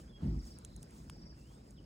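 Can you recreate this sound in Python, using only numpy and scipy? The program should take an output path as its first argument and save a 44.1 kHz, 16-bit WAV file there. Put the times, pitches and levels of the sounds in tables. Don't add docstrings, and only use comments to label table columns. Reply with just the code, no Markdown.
import sys
import numpy as np
from scipy import signal
from scipy.fft import rfft, irfft, next_fast_len
from scipy.io import wavfile
from scipy.ndimage import uniform_filter1d

SR = 44100
rng = np.random.default_rng(int(sys.argv[2]) if len(sys.argv) > 2 else 0)


def rack_gain(trim_db):
    fader = np.asarray(trim_db, float)
    return 10 ** (fader / 20)


def waveform_to_disk(signal):
    frames = np.transpose(np.atleast_2d(signal))
    scaled = np.clip(frames, -1, 1) * 32767
    samples = np.round(scaled).astype(np.int16)
    wavfile.write(sys.argv[1], SR, samples)


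N = 81585


def evened(x):
    return x / np.sqrt(np.mean(x ** 2) + 1e-20)


def smoothed(x, size):
    return uniform_filter1d(uniform_filter1d(x, size=size), size=size)


def read(points, hz):
    f, value = np.transpose(points)
    return np.interp(np.log(hz + 1), np.log(f + 1), value)


def curve(rows, column):
    rows = np.array(rows)
    return np.interp(np.arange(N) / SR, rows[:, 0], rows[:, column])


def add(mix, s, sound):
    part = mix[..., round(s * SR):][..., :sound.shape[-1]]
    part += sound[..., :part.shape[-1]]


def above(x, low_hz):
    corner_hz = min(low_hz, 15000)
    return signal.sosfilt(signal.butter(4, corner_hz, "high", fs=SR, output="sos"), x)


def tone(hz, level, turn):
    half = np.array([[-.5], [.5]])
    phase = 2 * np.pi * np.cumsum(hz) / SR
    return np.sqrt(2) * level * np.sin(phase + half * turn)


# f/Hz, lead of right over left/rad; between 11 and 14 kHz the table simply holds the
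STEREO_TURN = [(250, 0), (450, -.8), (750, -2.8), (2000, -1.6), (3200, -.2), (6300, .1), (7500, .7),
               (9000, 1.6), (10300, 2.7), (11000, np.pi), (14000, np.pi), (15300, 4.3)]
# f/Hz, left minus right level/dB
PORT_LEAN = [(200, 0), (380, -.6), (700, -2.5), (1300, -2), (2400, -.5), (4000, 0)]


def ports(hz, least_turn=-np.pi, most_turn=2 * np.pi):
    half = np.array([[-.5], [.5]])
    turn = np.clip(read(STEREO_TURN, hz), least_turn, most_turn)
    return np.exp(1j * half * turn) * rack_gain(-half * read(PORT_LEAN, hz))


# f/Hz, likeness (0 to 1)
STEREO_LIKENESS = [(70, 1.0), (150, .99), (350, .93), (650, .3), (1200, .5), (2400, .2), (3700, .55),
                   (5000, .6), (5900, .998), (7500, .97), (8500, .9), (10500, .9995), (14000, .9995),
                   (15500, .85)]


def noise(colour, size, patchy_db, flicker_db):
    frames, hz = 4 * N // size + 5, np.fft.rfftfreq(size, 1 / SR)
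    a, b, c, d, patches = rng.standard_normal((frames, len(hz), 5)).T
    patches = uniform_filter1d(patches, size=8, axis=0)
    patches = evened(uniform_filter1d(patches, size=8, axis=1))
    flicker = evened(uniform_filter1d(rng.standard_normal(frames), size=3))
    same = np.clip(read(STEREO_LIKENESS, hz), 0, 1)[:, None]
    left = a + 1j * b
    right = same * left + np.sqrt(1 - same ** 2) * (c + 1j * d)
    spectra = np.array([left, right]) * ports(hz)[:, :, None]
    spectra *= rack_gain(read(colour, hz)[:, None] + patchy_db * patches + flicker_db * flicker)
    sound = signal.istft(spectra, nperseg=size, noverlap=3 * size // 4)[1]
    return evened(sound[:, :N])


# t/s, low roar level/dB, upper wash level/dB
ROAR_LEVELS = [(0, -52, -60), (.04, -52.5, -65), (.19, -55.5, -64.5), (.24, -33, -55), (.31, -34, -60),
               (.385, -41.5, -65), (.43, -51, -64), (.47, -53, -62), (.53, -51, -64), (.63, -57, -63),
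               (.75, -49.5, -67.5), (.86, -54.5, -65.5), (.96, -52.5, -62.5), (1.08, -52.5, -64.5),
               (1.2, -49.5, -64), (1.35, -55, -65.5), (1.53, -55, -66), (1.69, -54, -67), (1.85, -54, -67)]
# f/Hz, relative level/dB
LOW_COLOUR = [(30, -26.5), (43, -7), (51, 3), (60, -5), (73, -4.5), (92, -9), (140, -6), (230, -10),
              (340, -15.5), (550, -41), (900, -39.5), (1500, -73.5)]
# f/Hz, relative level/dB
WASH_COLOUR = [(250, -7), (450, 1.5), (800, -7), (1300, -10.5), (2500, -18), (4000, -23.5), (6000, -30.5)]


def flames():
    low = noise(LOW_COLOUR, size=4096, patchy_db=.8, flicker_db=.6)
    wash = noise(WASH_COLOUR, size=512, patchy_db=3.0, flicker_db=0.0)
    return low * rack_gain(curve(ROAR_LEVELS, column=1)) + wash * rack_gain(curve(ROAR_LEVELS, column=2))


# t/s, f/Hz before wavering, level/dB
FLARE_THROB = [(.19, 66, -90), (.225, 66, -46), (.265, 68, -43), (.29, 64, -35), (.335, 52, -38),
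               (.41, 49, -47), (.55, 50, -90)]


def flare():
    waver = evened(smoothed(rng.standard_normal(N), 500))
    hz = curve(FLARE_THROB, column=1) * (1 + .08 * waver)
    return tone(hz, rack_gain(curve(FLARE_THROB, column=2)), 0)


# t/s, click level before colouring/dB, high-pass f/Hz,
# echo delay/ms, echo share (negative: inverted), splinter level relative to the click/dB
WOOD_SNAPS = [(0.5867, -37.5, 6850, .32, 0.78, -15.5), (0.6485, -41.5, 2600, 0.3, 0.95, -1.5),
              (.7632, -38, 5460, 0.306, 0.56, -9), (0.8272, -54.5, 6000, 0.33, 0.77, 3.5),
              (.8295, -43.5, 3000, 0.35, 0.31, -3.5), (0.9082, -48, 6150, 0.23, -0.066, -9),
              (1.0980, -33.5, 840, 0.5, -0.54, -10.5), (1.7072, -55, 5580, .3, 0.32, 2)]
# f/Hz, gain/dB
CRACKLE_COLOUR = [(1000, 14.5), (3000, 10.5), (7000, 4.5), (10000, 9.5), (13000, -3.5), (16000, -3)]


def crackle():
    mono = ticks()
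    for s, db, low_hz, echo_ms, share, splinters_db in WOOD_SNAPS:
        add(mono, s, rack_gain(db) * above(snap(echo_ms, share, splinters_db), low_hz))
    size = next_fast_len(N + 4096)
    hz = np.fft.rfftfreq(size, 1 / SR)
    pair = ports(hz, least_turn=-0.59, most_turn=2.5)
    sound = irfft(rfft(mono, size) * rack_gain(read(CRACKLE_COLOUR, hz)) * pair, size)[:, :N]
    return sound * rack_gain(np.array([[-.2], [.2]]))


def splinters():
    t = np.arange(2048) / SR
    return rng.standard_normal(len(t)) * rack_gain(-60 * t / .011)


def snap(echo_ms, share, splinters_db):
    t = np.arange(2048) / SR
    tail_db, tail_t60_s, rise_s = -20, .035, 0.00035
    tail = rng.standard_normal(len(t)) * rack_gain(tail_db - 60 * t / tail_t60_s)
    spray = splinters() * np.minimum(t / rise_s, 1) + tail
    click = signal.unit_impulse(len(t), idx=20)
    burst = rack_gain(splinters_db) * above(spray, 5600) + click
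    hz = np.fft.rfftfreq(4096, 1 / SR)
    echo = share * np.exp(-2j * np.pi * hz * echo_ms / 1000)
    return irfft(rfft(burst, 4096) * (1 + echo))


def ticks():
    per_s, least_db, spread_db, low_hz = 12, -76, 2.5, 9500
    level = rack_gain(least_db + spread_db * np.minimum(rng.exponential(1, N), 4))
    hits = level * (rng.random(N) < per_s / SR)
    return above(signal.oaconvolve(hits, splinters())[:N], low_hz)


# t/s, level/dB
HISS_LEVELS = [(0, -60), (.03, -69), (.13, -81), (.22, -73), (.41, -71), (.47, -59), (.53, -67), (.57, -74),
               (.79, -72.5), (.83, -66), (.87, -73.5), (.97, -62.5), (1.07, -71.5), (1.2, -76), (1.33, -81),
               (1.39, -67.5), (1.45, -71.5), (1.52, -68.5), (1.62, -76), (1.71, -71), (1.77, -78.5)]
# f/Hz, relative level/dB
TREBLE_COLOUR = [(1500, -25), (3300, -7), (6000, -3), (6800, 0), (8500, -1), (10500, -3), (12500, 1),
                 (14000, -2), (15700, -6)]


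def hiss():
    sound = noise(TREBLE_COLOUR, size=256, patchy_db=1.2, flicker_db=.8)
    return sound * rack_gain(curve(HISS_LEVELS, column=1))


def birds():
    mix = np.zeros((2, N))
    whistles(mix)
    chirps(mix)
    trill(mix)
    t = np.arange(SR // 4) / SR
    bush_t60_s, bush_db = 0.29, -4.5
    tail = rng.standard_normal((2, len(t))) * rack_gain(-60 * t / bush_t60_s) * (t > .004)
    tail /= np.linalg.norm(tail[0])
    return mix + rack_gain(bush_db) * signal.fftconvolve(mix[:1], tail, axes=1)[:, :N]


# t/s, f/Hz, level before flutter/dB
WHISTLE_NOTES = [
    [(0.07, 3014, -79), (0.097, 3520, -73), (0.123, 3294, -77), (0.16, 3284, -64), (.182, 3260, -81),
     (0.212, 3200, -76)],
    [(1.36, 2790, -87), (1.424, 2647, -78), (1.485, 3090, -77.5), (1.586, 3720, -84), (1.635, 4100, -87)],
    [(1.755, 4130, -76), (1.766, 3800, -81), (1.777, 3270, -72), (1.793, 2980, -67.5), (1.8, 2950, -95)],
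]
# t/s, f/Hz, level before flutter/dB
PEEP_NOTE = [(1.53, 8800, -88), (1.537, 8040, -87), (1.548, 8480, -67), (1.555, 8150, -88)]


def whistles(mix):
    edge_s, flutter_db, turn = 0.0051, 2.2, 0.45
    for rows in list(WHISTLE_NOTES) + [PEEP_NOTE]:
        s, hz, db = np.transpose(rows)
        t = np.arange(s[0], s[-1], 1 / SR)
        edge = np.clip(np.minimum(t - s[0], s[-1] - t) / edge_s, 0, 1)
        flutter = evened(smoothed(rng.standard_normal(N), 250))[:len(t)]
        level = edge * rack_gain(np.interp(t, s, db) + flutter_db * flutter)
        add(mix, s[0], tone(np.interp(t, s, hz), level, turn))


# t/s, level/dB
CHIRP_TIMES = [(0.261, -69.5), (0.293, -68), (0.325, -70), (0.352, -71), (0.388, -63), (0.425, -64),
               (0.464, -62.5), (0.503, -60.5), (.547, -64.5), (1.059, -76), (1.086, -67), (1.115, -65.5),
               (1.143, -66.5), (1.179, -66), (1.215, -63), (1.255, -61), (1.294, -62.5)]


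def chirps(mix):
    top_hz, end_hz, length_s = 5670, 4610, 0.025
    echo_s, echo_db = 0.011, -17.5
    u = np.arange(0, 1, 1 / (length_s * SR))
    hz = end_hz + (top_hz - end_hz) * (.5 + .5 * np.cos(np.pi * u ** 1.072))
    turn = np.pi - 0.0024 * (hz - 5200)
    sound = tone(hz, np.sin(np.pi * u) ** .4, turn)
    for s, db in CHIRP_TIMES:
        add(mix, s, rack_gain(db) * sound)
        add(mix, s + echo_s, rack_gain(db + echo_db) * sound)


# first group t/s, last group t/s, first level/dB, last level/dB
TRILL_SONGS = [(.5335, .777, -77, -68)]
# offset t/s, length t/s, start f/Hz, end f/Hz, level relative to the group/dB
TRILL_NOTES = [(0, 0.0068, 4210, 3850, 2), (.007, 0.0065, 3700, 3400, -7)]


def trill(mix):
    gap_s, turn = .0202, .5
    for first, last, first_db, last_db in TRILL_SONGS:
        for s in np.arange(first, last + gap_s / 2, gap_s):
            db = np.interp(s, [first, last], [first_db, last_db])
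            for offset, length, from_hz, to_hz, note_db in TRILL_NOTES:
                u = np.arange(0, 1, 1 / (length * SR))
                hz = from_hz + (to_hz - from_hz) * (.5 - .5 * np.cos(np.pi * u))
                level = np.sin(np.pi * u) ** 0.65 * rack_gain(db + note_db)
                add(mix, s + offset, tone(hz, level, turn))


def insects():
    band = [(3100, -60), (5100, 0), (7100, -60)]  # f/Hz, relative level/dB
    sound = noise(band, size=256, patchy_db=2.0, flicker_db=2.5)
    return rack_gain(-76) * sound * [[1], [-1]]


def scene():
    return flames() + flare() + crackle() + hiss() + birds() + insects()


def roll_off(x):
    return signal.sosfilt(signal.butter(12, 16670, fs=SR, output="sos"), x)


def record(dry):
    low_pass = signal.firwin(511, 15900, window=("kaiser", 9), fs=SR)
    cut = signal.oaconvolve(dry, low_pass[None], "same")
    high_pass = signal.butter(N=8, Wn=36.7, btype="high", fs=SR, output="sos")
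    mix = signal.sosfilt(high_pass, cut)
    return roll_off(mix)


dry = scene()
out = record(dry)
waveform_to_disk(out)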